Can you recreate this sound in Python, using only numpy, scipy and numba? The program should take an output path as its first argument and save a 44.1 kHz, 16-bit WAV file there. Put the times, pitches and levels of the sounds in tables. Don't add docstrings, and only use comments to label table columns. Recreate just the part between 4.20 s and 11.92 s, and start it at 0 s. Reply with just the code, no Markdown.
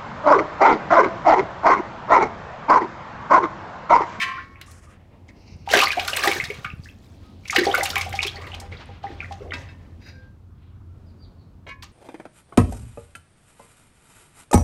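import sys
import numpy as np
from scipy import signal
from scipy.fft import rfft, irfft
from scipy.io import wavfile
from scipy.ndimage import uniform_filter1d, map_coordinates
from numba import njit

SR = 44100
rng = np.random.default_rng(int(sys.argv[2]) if len(sys.argv) > 2 else 0)


def transcribe(signal):
    frames = np.atleast_2d(signal).T
    limited = np.clip(frames, -1, 1)
    pcm = np.round(limited * 32767).astype(np.int16)
    wavfile.write(sys.argv[1], SR, pcm)


def boost_factor(decibels):
    exponent = np.asarray(decibels, float) / 20
    return 10 ** exponent


N = 340421
T = np.arange(N) / SR

# start in seconds, peak level in dB, centre of the spray in Hz, mist in dB relative to the slap.
FIRST_BOUT = [(1.463, -35, 2502, -30), (1.488, -20, 2740, -26.5), (1.51, -15, 3600, -24),
              (1.533, -8.5, 2940, -16.5), (1.57, -5.5, 2840, -20), (1.589, -7.5, 3307, -19),
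              (1.613, -9, 3587, -13.5), (1.633, -10, 3540, -17.5), (1.6803, -15.5, 2590, -12.5),
              (1.715, -12, 3200, -19.5), (1.7532, -26, 2594, -21.5), (1.7946, -13, 2763, -26.5),
              (1.846, -29, 3580, -15.5), (1.876, -11.5, 3470, -12.5), (1.8933, -22.5, 7380, -9),
              (1.932, -18, 2675, -18), (1.9657, -13, 2520, -9), (2.035, -15.5, 3680, -15),
              (2.0456, -18, 2640, -9), (2.0724, -10, 2855, -11.5), (2.1118, -15.5, 2500, -14.5),
              (2.1322, -18, 3850, -18), (2.2384, -19.5, 3540, -19), (2.301, -26, 2700, -17),
              (2.3391, -27.5, 2780, -20)]
SECOND_BOUT = [(3.251, -38, 2830, -16.5), (3.277, -26.5, 4300, -22), (3.304, -20.5, 6190, -14),
               (3.325, -18.5, 2500, -27), (3.346, -17, 3956, -20.5), (3.36, -5.5, 2700, -26.5),
               (3.385, -13, 3200, -16.5), (3.4375, -23.5, 5270, -18), (3.4456, -24.5, 4730, -17.5),
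               (3.547, -16, 2578, -8), (3.5751, -14.5, 2560, -14), (3.631, -13.5, 6300, -9),
               (3.654, -12, 2670, -11), (3.6991, -20, 4093, -13), (3.7556, -15, 2760, -22.5),
               (3.779, -18.5, 2550, -7.5), (3.8095, -16.5, 4696, -20), (3.927, -21, 2580, -24),
               (3.9516, -20.5, 3780, -19), (3.89, -40, 9500, -2), (4.0174, -24.5, 4500, -27.5),
               (4.0284, -12, 3620, -23.5), (4.0659, -17, 3480, -15), (4.0761, -35.5, 3260, -26),
               (4.157, -36.5, 4360, -26.5), (4.2133, -33, 2600, -21), (4.2665, -33, 2510, -18),
               (4.343, -27.5, 2910, -23), (4.3998, -30.5, 6370, -15.5)]
DROPS = [(0.412, -29.5, 2900, -14), (.51, -41.5, 6100, -2), (2.641, -38, 4800, -19.5),
         (2.444, -27.5, 2580, -22), (5.1193, -29.5, 3280, -32), (5.3334, -24, 3464, -36),
         (7.623, -30, 3300, -19), (7.632, -32.5, 4700, -18)]

# start in seconds, peak level in dB, pitch in Hz.
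LARGE_BUBBLES = [(1.512, -20, 470), (1.536, -4, 626), (1.564, -13.5, 380), (1.77, -18, 628),
                 (1.93, -23.5, 600), (2.074, -13, 354), (2.159, -18.5, 363), (3.365, -18, 438),
                 (3.382, -7, 333), (3.413, -10, 350), (3.467, -6, 431), (3.584, -17, 525),
                 (4.051, -22.5, 376), (4.518, -22, 426), (5.205, -26.5, 410)]
MIDDLE_BUBBLES = [(1.475, -18.5, 866), (1.537, -0.5, 1620), (1.585, -11.5, 1600), (1.622, -6, 1250),
                  (1.63, -6, 1069), (1.731, -16.5, 1630), (1.776, -12.5, 741), (1.881, -14.5, 1410),
                  (2.003, -27, 1200), (2.043, -14, 1230), (2.069, -15.5, 763), (2.446, -16.5, 1426),
                  (3.329, -17, 1240), (3.36, -6, 1900), (3.384, -8, 1744), (3.468, -12.5, 750),
                  (3.497, -18.5, 730), (3.542, -4.5, 1440), (3.579, -19.5, 725), (3.625, -17, 830),
                  (3.732, -21.5, 1340), (3.764, -23, 800), (3.863, -22.5, 742), (3.938, -22, 780),
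                  (4.026, -24, 880), (4.84, -20.5, 828), (5.11, -23.5, 847), (5.32, -23.5, 1450),
                  (5.321, -18.5, 1980)]
SMALL_BUBBLES = [(1.0892, -36.5, 2110), (1.501, -16.5, 2880), (1.5765, -8, 2510), (1.603, -1.5, 2550),
                 (1.657, -11.5, 4600), (1.6708, -7.5, 2090), (1.7051, -7, 2440), (1.7738, -21, 2300),
                 (1.795, -13, 2440), (1.9322, -11.5, 2800), (1.9924, -11, 2470), (2.0366, -7.5, 1730),
                 (2.0744, -5, 1900), (2.1139, -8.5, 2320), (2.2387, -19, 1830), (2.3014, -17.5, 2240),
                 (2.449, -19, 2340), (2.5022, -22.5, 2630), (3.256, -25, 2370), (3.2981, -11, 2155),
                 (3.4346, -15, 1890), (3.5138, -15.5, 3150), (3.5501, -12, 2198), (3.609, -10.5, 1960),
                 (3.6563, -12, 2690), (3.7657, -7.5, 2340), (3.9253, -25, 2040), (3.9905, -6, 2384),
                 (4.0283, -18, 3840), (5.0041, -15.5, 2440), (5.0442, -23, 1980), (5.3078, -29, 3060),
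                 (5.308, -29, 2180)]
DRIPS = [(2.637, -39, 4800), (2.658, -32.5, 1756), (2.688, -33.5, 2670), (4.158, -27.5, 4450),
         (4.2417, -30, 2240), (4.2693, -30, 2000), (4.341, -22, 3070), (.357, -35.5, 2300),
         (4.5246, -27, 2150), (4.69, -36, 860), (4.415, -33.5, 900), (4.8676, -29.5, 1980),
         (5.0254, -29, 1420), (0.18, -24, 1400), (5.4915, -42, 1600)]
BEADS = [(3.236, -46, 2335), (3.306, -20.5, 6630), (3.306, -23.5, 5470), (3.365, -6, 2910),
         (3.372, -18, 4700), (3.455, -17, 4680), (3.468, -22, 3480), (3.811, -12, 2210), (1.787, -21, 2310),
         (1.956, -19, 2170), (2.057, -15, 806), (2.166, -17.5, 1760), (2.252, -23.5, 3680),
         (4.049, -14.5, 2570), (4.08, -16, 3240), (4.144, -34, 857), (4.166, -28, 1980), (4.18, -31, 2020),
         (4.243, -34.5, 1290), (4.318, -26, 2900), (4.302, -37, 875), (4.33, -35, 820), (4.378, -39, 890),
         (4.352, -41, 840), (4.441, -42, 835), (4.57, -34.5, 3870), (.48, -45, 1150), (.671, -45, 1190),
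         (7.466, -32.5, 430), (7.632, -37.5, 1020)]
GURGLES = [(4.184, -31.5, 450), (4.243, -38, 307), (4.269, -38, 383), (4.517, -25, 447), (4.671, -37, 220),
           (4.691, -36.5, 495), (4.831, -41, 740), (4.858, -31, 236), (5.017, -37.5, 250),
           (5.099, -37, 221), (5.206, -28, 432), (5.3, -39, 441), (5.336, -29.5, 258), (5.405, -39, 256)]
GULPS = [(1.548, -19, 280), (1.772, -26, 340), (2.3, -20, 410), (4.9, -29, 330), (3.7, -30, 255),
         (3.332, -23, 890), (3.35, -21, 760), (3.393, -12.5, 2000), (3.49, -14, 400), (2.2, -9, 2100),
         (2.085, -22.5, 580), (3.763, -17, 1050), (3.955, -33.5, 5300), (.003, -14.5, 2230),
         (0.045, -20, 2200)]
SPITS = [(1.366, -57, 8630), (1.5702, -20, 11390), (1.594, -22.5, 12800), (1.648, -22, 11720),
         (1.734, -30, 10200), (1.964, -15.5, 8270), (3.3667, -19.5, 13900), (3.386, -21.5, 13610),
         (3.557, -21, 7510), (3.585, -21.5, 13680), (3.693, -24, 11790), (3.71, -23.5, 13660),
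         (3.78, -23.5, 11540), (4.658, -47, 9200), (5.37, -43, 6700), (5.392, -45, 6350)]

# time in seconds, level in dB, brightness in dB per size class.
CHURN = [(1.455, -55.5, -2.5), (1.55, -12, -3), (1.72, -39.5, -1.5), (2.09, -23.5, 0), (2.25, -37, -0.5),
         (2.412, -50, -2.5), (2.641, -60.5, 3.5), (3.2, -68, 1), (3.301, -49, 1.5), (3.482, -27.5, -4.5),
         (3.882, -40.5, 0), (4.12, -46, -5), (4.302, -42.5, -6.5), (4.43, -49.5, -7.5), (4.8, -57.5, -11),
         (4.84, -52, -7.5), (5.382, -47.5, -6.5), (5.75, -67, -9.5)]
CLASS_HZ = [450, 1700, 4500, 10500]
CLASS_MIX_DB = [-4, 1.5, -1, -11.5]

# frequency in Hz, level in dB, 60 dB decay time in seconds.
POT_MODES = [(770, -6, 0.14), (803, 0, 0.14), (1190, -7, 0.22), (1240, -2, 0.16), (1600, -8.5, 0.096),
             (1730, -16, 0.14), (2090, -16, 0.32), (2233, -9, 0.11)]
COLANDER = [(710, -12, 0.4), (1053, -1, 1.6), (1111, -9.5, 1.55), (1146, -9.5, 1.5), (1240, -19.5, 1.5),
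            (1351, -7.5, 0.74), (1410, -13.5, .5), (1590, -7, 1.5), (1739, -1, 0.35), (1840, -19, 0.53),
            (1950, -1, 0.54), (2010, -12, 0.28)]
CLINK = [(969, -2.5, 0.14), (1605, -2.5, 0.14), (2005, -6.5, 0.23), (2202, -7, 0.13), (2476, -16, 0.2),
         (2630, 0.5, 0.098), (3252, -12, 0.07), (3740, -9, 0.12), (4300, -14, 0.072), (5060, -9, 0.059)]
LOADED = [(1023, 1.5, 0.24), (1092, -3.5, 0.2), (1340, -2.5, 0.078), (1570, -6.5, 0.11), (1696, -4, 0.39),
          (2008, -9, .15), (2132, -2, 0.16), (2240, -3, 0.3), (2476, -10.5, 0.25), (2850, -8, .12),
          (3214, -8, 0.08), (3850, -14, 0.11), (4200, -18, .12)]
COLANDER_RIM = [(2170, -20, 0.75), (2260, 0, 0.14), (2354, -5, 0.68), (2510, -2, 0.17), (2630, -4, 0.21),
                (2940, -15, 0.43), (3060, -10, 0.4), (3144, -6, 0.3), (3200, -6.5, 0.16), (3610, -6, 0.17),
                (4060, -11, 0.27), (5160, -7, 0.1)]
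LINGER = [(1095, -40.5, 1.17), (1247, -53, 1.2), (1340, -55.5, 1.9), (1900, -51, 1.6), (2210, -43, 1.2),
          (1800, -49, 1.1)]
# start in seconds, modes, level in dB, level of the faint wash in dB,
# longest ring in seconds, swell in cycles.
KNOCKS = [
    (0.0, COLANDER, -31, -47, 1.08, 0.48),
    (5.335, CLINK, -27.5, -66, 1.15, 2.7),
    (5.487, CLINK, -47, -86.5, 0.17, 3.8),
    (7.466, LOADED, -42, -71.5, .2, 5.7),
    (7.487, LOADED, -40, -64, 0.29, 5.4),
    (7.624, LOADED, -51, -68, 0.079, 4.0),
]

# centre in Hz, half width in Hz, level in dB.
SCRAPE_BANDS = [(690, 254, -13), (1620, 130, -4), (2090, 40, -1.5), (2253, 26, -1.5), (2530, 66, -4),
                (3854, 33, -5), (4330, 49, -8), (4916, 40.8, -1.5), (5750, 39, -11.5), (6500, 360, -20.5),
                (10560, 3300, -33)]
SCRAPE_S = [5.8, 5.82, 5.905, 5.945, 6.05]
SCRAPE_DB = [-64.5, -55.5, -45.5, -56, -76]
# start in seconds, frequency in Hz, length in seconds, level in dB.
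RIM_TONES = [
    (5.93, 1590, 0.22, -54.5),
    (5.925, 510, .18, -60),
    (6.69, 1350, .15, -68),
    (3.03, 1260, .12, -63),
]

# start in seconds, length in seconds, low edge in Hz, high edge in Hz, level in dB.
BRUSHES = [(0.459, 0.32, 4540, 10600, -59.5), (1.082, 0.035, 1470, 7080, -59.5),
           (4.514, 0.35, 301, 4050, -48.5), (4.829, 0.32, 391, 4300, -52.5), (.0, 0.49, 247, 610, -58),
           (4.844, 0.222, 234, 490, -48), (7.464, 0.045, 245, 855.5, -46), (7.475, 0.099, 2540, 6580, -62)]
SWAYS = [(0.68, 0.88, 250, 1200, -61), (6.95, 0.58, 320, 760, -71), (0.066, 1.4, 300, 2700, -61),
         (1.12, 0.52, 3900, 6100, -65), (1.1, 0.55, 2050, 2900, -66), (2.87, 0.61, 2300, 5200, -70),
         (5.211, 0.26, 240, 760, -47), (5.7, 0.51, 1570, 4700, -72), (5.54, 3.3, 810, 1560, -72.5),
         (6.34, 0.29, 1700, 4100, -71), (0.063, 0.33, 1900, 5500, -59.5)]

# time in seconds, hum level in dB.
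MOTOR_LOAD = [(0, -52.5), (1.198, -57), (1.35, -48), (3.001, -52), (3.961, -37.5), (4.131, -47.5),
              (4.3, -40), (4.97, -47.5), (5.07, -38.5), (6.251, -51), (6.799, -46.5), (7.0, -50.5)]
# frequency in Hz, density in dB per Hz.
RUMBLE_SPECTRUM = [(22, -13), (54, -7.5), (92, -4), (150, -13), (232, -21), (268, -22), (400, -32.5),
                   (520, -77)]
# start in seconds, peak level in dB.
THUDS = [(1.322, -35.5), (1.356, -33.5), (1.41, -35), (2.187, -32), (2.233, -29), (2.283, -33.5),
         (2.386, -29), (2.454, -31), (2.535, -25.5), (2.594, -27)]
# start in seconds, length in seconds, start pitch in Hz, end pitch in Hz, level in dB.
BIRD_NOTES = [
    (6.855, .045, 5450, 3700, -75),
    (6.985, .072, 5050, 2800, -66),
    (7.175, .048, 4900, 3500, -73),
]
# frequency in Hz, density in dB.
YARD_SPECTRUM = [(120, -31.5), (200, 2.5), (431, -10.5), (788, -15.5), (1410, -25.5), (4810, -34.5),
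                 (5570, -37), (14700, -51)]


def level(x, db):
    return x * boost_factor(db) / np.sqrt(np.mean(x ** 2))


def band(x, lo_hz, hi_hz):
    return signal.sosfilt(signal.butter(2, [lo_hz, hi_hz], "band", fs=SR, output="sos"), x)


def coloured(spectrum):
    hz, db = np.transpose(spectrum)
    shape = np.interp(np.log(np.fft.rfftfreq(N, 1 / SR) + 1), np.log(hz), db)
    return level(irfft(rfft(rng.standard_normal(N)) * boost_factor(shape), N), 0)


def walk(rate):
    hold = int(SR / rate)
    steps = np.repeat(rng.standard_normal(N // hold + 1), hold)
    return 1.456 * uniform_filter1d(uniform_filter1d(steps, hold), hold)[:N]


def fades(s, db, rise, t60):
    kicks = np.bincount((s * SR).astype(int), boost_factor(db), N)
    fast = np.exp(-1 / (rise * SR))
    slow = 1000 ** (-1 / (t60 * SR))
    return signal.lfilter([1 - fast], np.convolve([1, -fast], [1, -slow]), kicks)


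@njit
def rings(s, hz, t60, size, rise, swell):
    out = np.zeros(N)
    for k in range(len(s)):
        count, start = int(t60[k] * SR), int(s[k] * SR)
        fade = np.exp(-np.log(1000) / (count + 1))
        grow = np.exp(-hz[k] / (swell * SR))
        z, turn = 1 + 0j, np.exp(2j * np.pi * hz[k] / SR)
        glide = np.exp(2j * np.pi * hz[k] * rise[k] / SR / (count + 1))
        gap = 1.
        for i in range(start, min(start + count, N)):
            z *= turn * fade
            turn *= glide
            gap *= grow
            out[i] += size[k] * (1 - gap) * z.imag
    return out


def echo(x, t60):
    t = np.arange(int(t60 * SR)) / SR
    tail = rng.standard_normal(len(t)) * 1000 ** (-t / t60) * (t > .004)
    tail = signal.lfilter([1], [1, -.5], tail)
    return signal.fftconvolve(x, tail / np.sqrt(np.sum(tail ** 2)))[:N]


def slaps(count=90):
    s, db, centre_hz, mist_db = np.transpose(FIRST_BOUT + SECOND_BOUT + DROPS)
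    spray, t = np.zeros(N + SR), T[:SR // 8]
    shape = (1 - np.exp(-t / 0.0019)) * 1000 ** (-t / 0.068)
    for at, peak_db, hz in zip(s, db, centre_hz):
        puff = band(rng.standard_normal(len(t)), hz / 1.78, hz * 1.395)
        start = int(at * SR)
        spray[start:start + len(t)] += shape * level(puff, peak_db - 10.5)
    mist_noise = level(band(rng.standard_normal(N), 6000, 14500), 0)
    mist = fades(s, db + mist_db - 6.0, 0.001, 0.035) * mist_noise

    delay_luck, pitch_luck, size_luck, ring_luck = rng.random((len(s), count, 4)).T
    late = .12 * delay_luck ** 1.3
    hz = 900 * 7.5 ** pitch_luck
    octaves_off = np.abs(np.log2(hz / (1.6 * centre_hz)))
    size = boost_factor(db - 7.5 - 150 * late - 28 * size_luck - 4.2 * octaves_off)
    t60 = (12 + 30 * ring_luck) / hz
    drops = rings((s + late).ravel(), hz.ravel(), t60.ravel(), size.ravel(), 0.15 * ring_luck.ravel(), 1.7)
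    ragged = boost_factor(2.7 * walk(400))
    return ragged * (spray[:N] + boost_factor(3.6 * walk(1500) - 2.0) * mist) + drops


def bubbles(count=4):
    s, db, hz = np.transpose(LARGE_BUBBLES + MIDDLE_BUBBLES + SMALL_BUBBLES + DRIPS + BEADS + GURGLES + GULPS)
    u = rng.random((len(s), count + 1, 3)).T
    t60 = 20.95 * (hz / 1000) ** 0.55 / hz
    db = db - 1.7 * np.clip(np.log2(hz / 1200), 0, 1)
    out = rings(s, 0.9696 * hz, t60, boost_factor(db + 2.5), 0.21 * u[0, 0] + 0.087, 2.27)
    for lag, shift, luck in zip(*u[:, 1:]):
        start = s + .001 + .018 * lag ** 1.5
        out += rings(start, hz * (0.856 + .34 * shift), t60, boost_factor(db - 7.5 - 5.6 * luck), 0.25 * lag, 1.2)
    return out


def stirred():
    s, db, bright_db = np.transpose(CHURN)
    return s, [db + mix_db + (k - 1) * bright_db for k, mix_db in enumerate(CLASS_MIX_DB)]


def churn(count=18000, scatter_db=5.5, fizz_db=-3.0):
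    s, db = stirred()
    time_luck, pitch_luck, size_luck, ring_luck = rng.random((count, 4)).T
    at = s[0] + time_luck * (s[-1] - s[0])
    hz = 300 * 52 ** pitch_luck ** .65
    place = np.interp(np.log(hz), np.log(CLASS_HZ), np.arange(4))
    grid = np.array([np.interp(at, s, d) for d in db])
    gust_db = 5 * np.tanh(.9 * walk(30))
    luck_db = np.minimum(-scatter_db * np.log(size_luck + 1e-9), 10.5)
    size_db = map_coordinates(grid, [place, np.arange(count)], order=1)
    size_db = size_db + luck_db + gust_db[(at * SR).astype(int)]
    size = boost_factor(size_db + fizz_db) * (hz / 2500) ** 0.52
    swarm = rings(at, hz, (1.8 + 40 * ring_luck ** 2) / hz, size, 0.1 * ring_luck, 5.33)
    edges = [250, 900, 3000, 7000, 15000]
    for k in range(4):
        hiss = level(band(rng.standard_normal(N), edges[k], edges[k + 1]), -18)
        hiss_db = np.interp(T, s, db[k], left=-150, right=-150)
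        swarm = swarm + hiss * boost_factor(hiss_db + .6 * gust_db + 3.5 * walk(40))
    return swarm


def ticks(count=1600):
    s, (*_, mist_db) = stirred()
    time_luck, pitch_luck, size_luck = rng.random((count, 3)).T
    at, hz = time_luck * N / SR, 3000 * 5.6 ** pitch_luck
    db = np.maximum(np.interp(at, s, mist_db, left=-99, right=-99) + 6.0, -84.0)
    return rings(at, hz, 11.0 / hz, boost_factor(db - 3.5 * np.log(size_luck + .02)), 0 * at, 0.45)


def spits():
    s, db, hz = np.transpose(SPITS)
    out = np.zeros(N)
    for lag, ratio, less_db in ((0, 1, 0), (.0008, .84, -3), (.002, 1.1, -6)):
        out += rings(s + lag, np.minimum(hz * ratio, 15300), 30 / hz, boost_factor(db + less_db - 0.5), 0 * s, 1.2)
    return out


def pot(water):
    out = np.zeros(N)
    for hz, db, t60 in POT_MODES:
        r = 1000 ** (-1 / (t60 * SR))
        poles = [1, -2 * r * np.cos(2 * np.pi * hz / SR), r * r]
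        out += boost_factor(db) * signal.lfilter([np.sqrt(1 - r)], poles, water) * hz / SR
    return out * boost_factor(-5)


def colander(count=500):
    faint_hz = 1750 + 14000 * rng.random(count) ** 2
    out = np.zeros(N)
    for s, modes, knock_db, wash_db, longest, swell in KNOCKS + [(0.0, COLANDER_RIM, -28, -57, 0.6, .3)]:
        hz, db, t60 = np.transpose(modes)
        t60 = np.clip(t60, .05, longest)
        far = 1 - .02 * (.6 + .8 * rng.random(len(hz)))
        near_share = -.8 * np.minimum(1055 / hz, 1) ** 3
        for ratio, share in ((1, 1), (1 + 0.0037, near_share), (far, .22)):
            out += rings(s + 0 * hz, hz * ratio, t60, share * boost_factor(knock_db + db), 0 * hz, swell + 0.12)
        lag, luck_db = np.array([[.004], [-8]]) * rng.random((count, 2)).T
        faint = boost_factor(wash_db - 6.76 * np.log2(faint_hz / 2000) + luck_db)
        faint_t60 = 0.72 * longest * (faint_hz / 2000) ** -.75
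        out += rings(s + lag, faint_hz, faint_t60, faint, 0 * faint, swell + .1)
    hz, db, t60 = np.transpose(LINGER)
    grip_s, grip_t60_s = 0.21, 0.37
    grip = np.where(T < 2, 1000 ** (-np.clip(T - grip_s, 0, .1) / grip_t60_s), 1)
    return out * grip * boost_factor(2.0 * walk(70)) + rings(0 * hz, hz, t60, boost_factor(db), 0 * hz, 1.4)


def rim():
    drag_db = np.interp(T, SCRAPE_S, SCRAPE_DB, left=-150, right=-150)
    rub = rng.standard_normal(N) * boost_factor(drag_db + 2.2 * walk(70))
    out = sum(boost_factor(db + 9.5) * band(rub, hz - width - 45, hz + width + 45) for hz, width, db in SCRAPE_BANDS)
    for s, hz, length, db in RIM_TONES:
        shape = np.sin(np.pi * np.clip((T - s) / length, 0, 1) ** 0.55)
        out += boost_factor(db) * shape * np.sin(2 * np.pi * hz * T)
    return out


def rustles():
    out = np.zeros(N)
    grain = rng.standard_normal(N) * boost_factor(2.5 * walk(45))
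    for patches, peak in ((BRUSHES, 0.015), (SWAYS, 0.28)):
        for s, length, lo_hz, hi_hz, db in patches:
            part = slice(int(s * SR), int((s + length) * SR))
            shape = np.interp(T[part] - s, [0, peak * length, length], [0, 1, 0])
            rub = band(band(grain[part], lo_hz, hi_hz), lo_hz, hi_hz)
            out[part] += shape * level(rub, db + 0.5)
    return out


def motor():
    s, load_db = np.transpose(MOTOR_LOAD)
    hum_db = np.interp(T, s, load_db)
    turns = np.cumsum(85.7 * (1 + 0.01 * walk(4.5))) / SR
    hum = np.sqrt(2) * boost_factor(hum_db - 4.0 + 0.5 * walk(3.3)) * np.sin(2 * np.pi * turns)
    at, db = np.transpose(THUDS)
    thuds = rings(at, 151.0 + 0 * at, 0.041 + 0 * at, boost_factor(db + 4.5), -1.3 + 0 * at, 0.45)
    slow_db = uniform_filter1d(hum_db, int(0.42 * SR)) - hum_db.mean()
    rumble = band(coloured(RUMBLE_SPECTRUM), 32, 900) * boost_factor(-49.5 + 0.54 * slow_db)
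    return hum + thuds + rumble


def bird():
    out, drop_s = np.zeros(N), .03
    for s, length, start_hz, end_hz, db in BIRD_NOTES:
        u = np.clip((T - s) / length, 0, 1)
        hz = start_hz + (end_hz - start_hz) * u ** (length / drop_s)
        hz = hz * (1 - .1 * (1 - u) ** 3 + 0.01 * walk(60))
        out += boost_factor(db) * np.sin(np.pi * u) * np.sin(2 * np.pi * np.cumsum(hz) / SR)
    return out + boost_factor(4.0) * echo(out, .33)


def yard_air():
    return coloured(YARD_SPECTRUM) * boost_factor(-60.5 + 1.6 * walk(2.7))


def scene():
    big = bubbles()
    water = slaps() + big + churn() + ticks() + spits()
    steel = colander()
    near = water + pot(water + 1.8 * big) + steel + rim()
    yard = boost_factor(-12.5) * echo(near - steel / 2, 0.29)
    return (near + yard + rustles() + motor() + bird() + yard_air())[None]


def top_cut(x):
    return signal.sosfilt(signal.butter(12, 15940, fs=SR, output="sos"), x)


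def record(dry):
    soft = np.tanh(0.86 * dry) / 0.56 + boost_factor(-82) * rng.standard_normal(N)
    soft = signal.sosfilt(signal.ellip(6, .3, 60, 15700, fs=SR, output="sos"), soft)
    return top_cut(soft)


dry = scene()
out = record(dry)
transcribe(out)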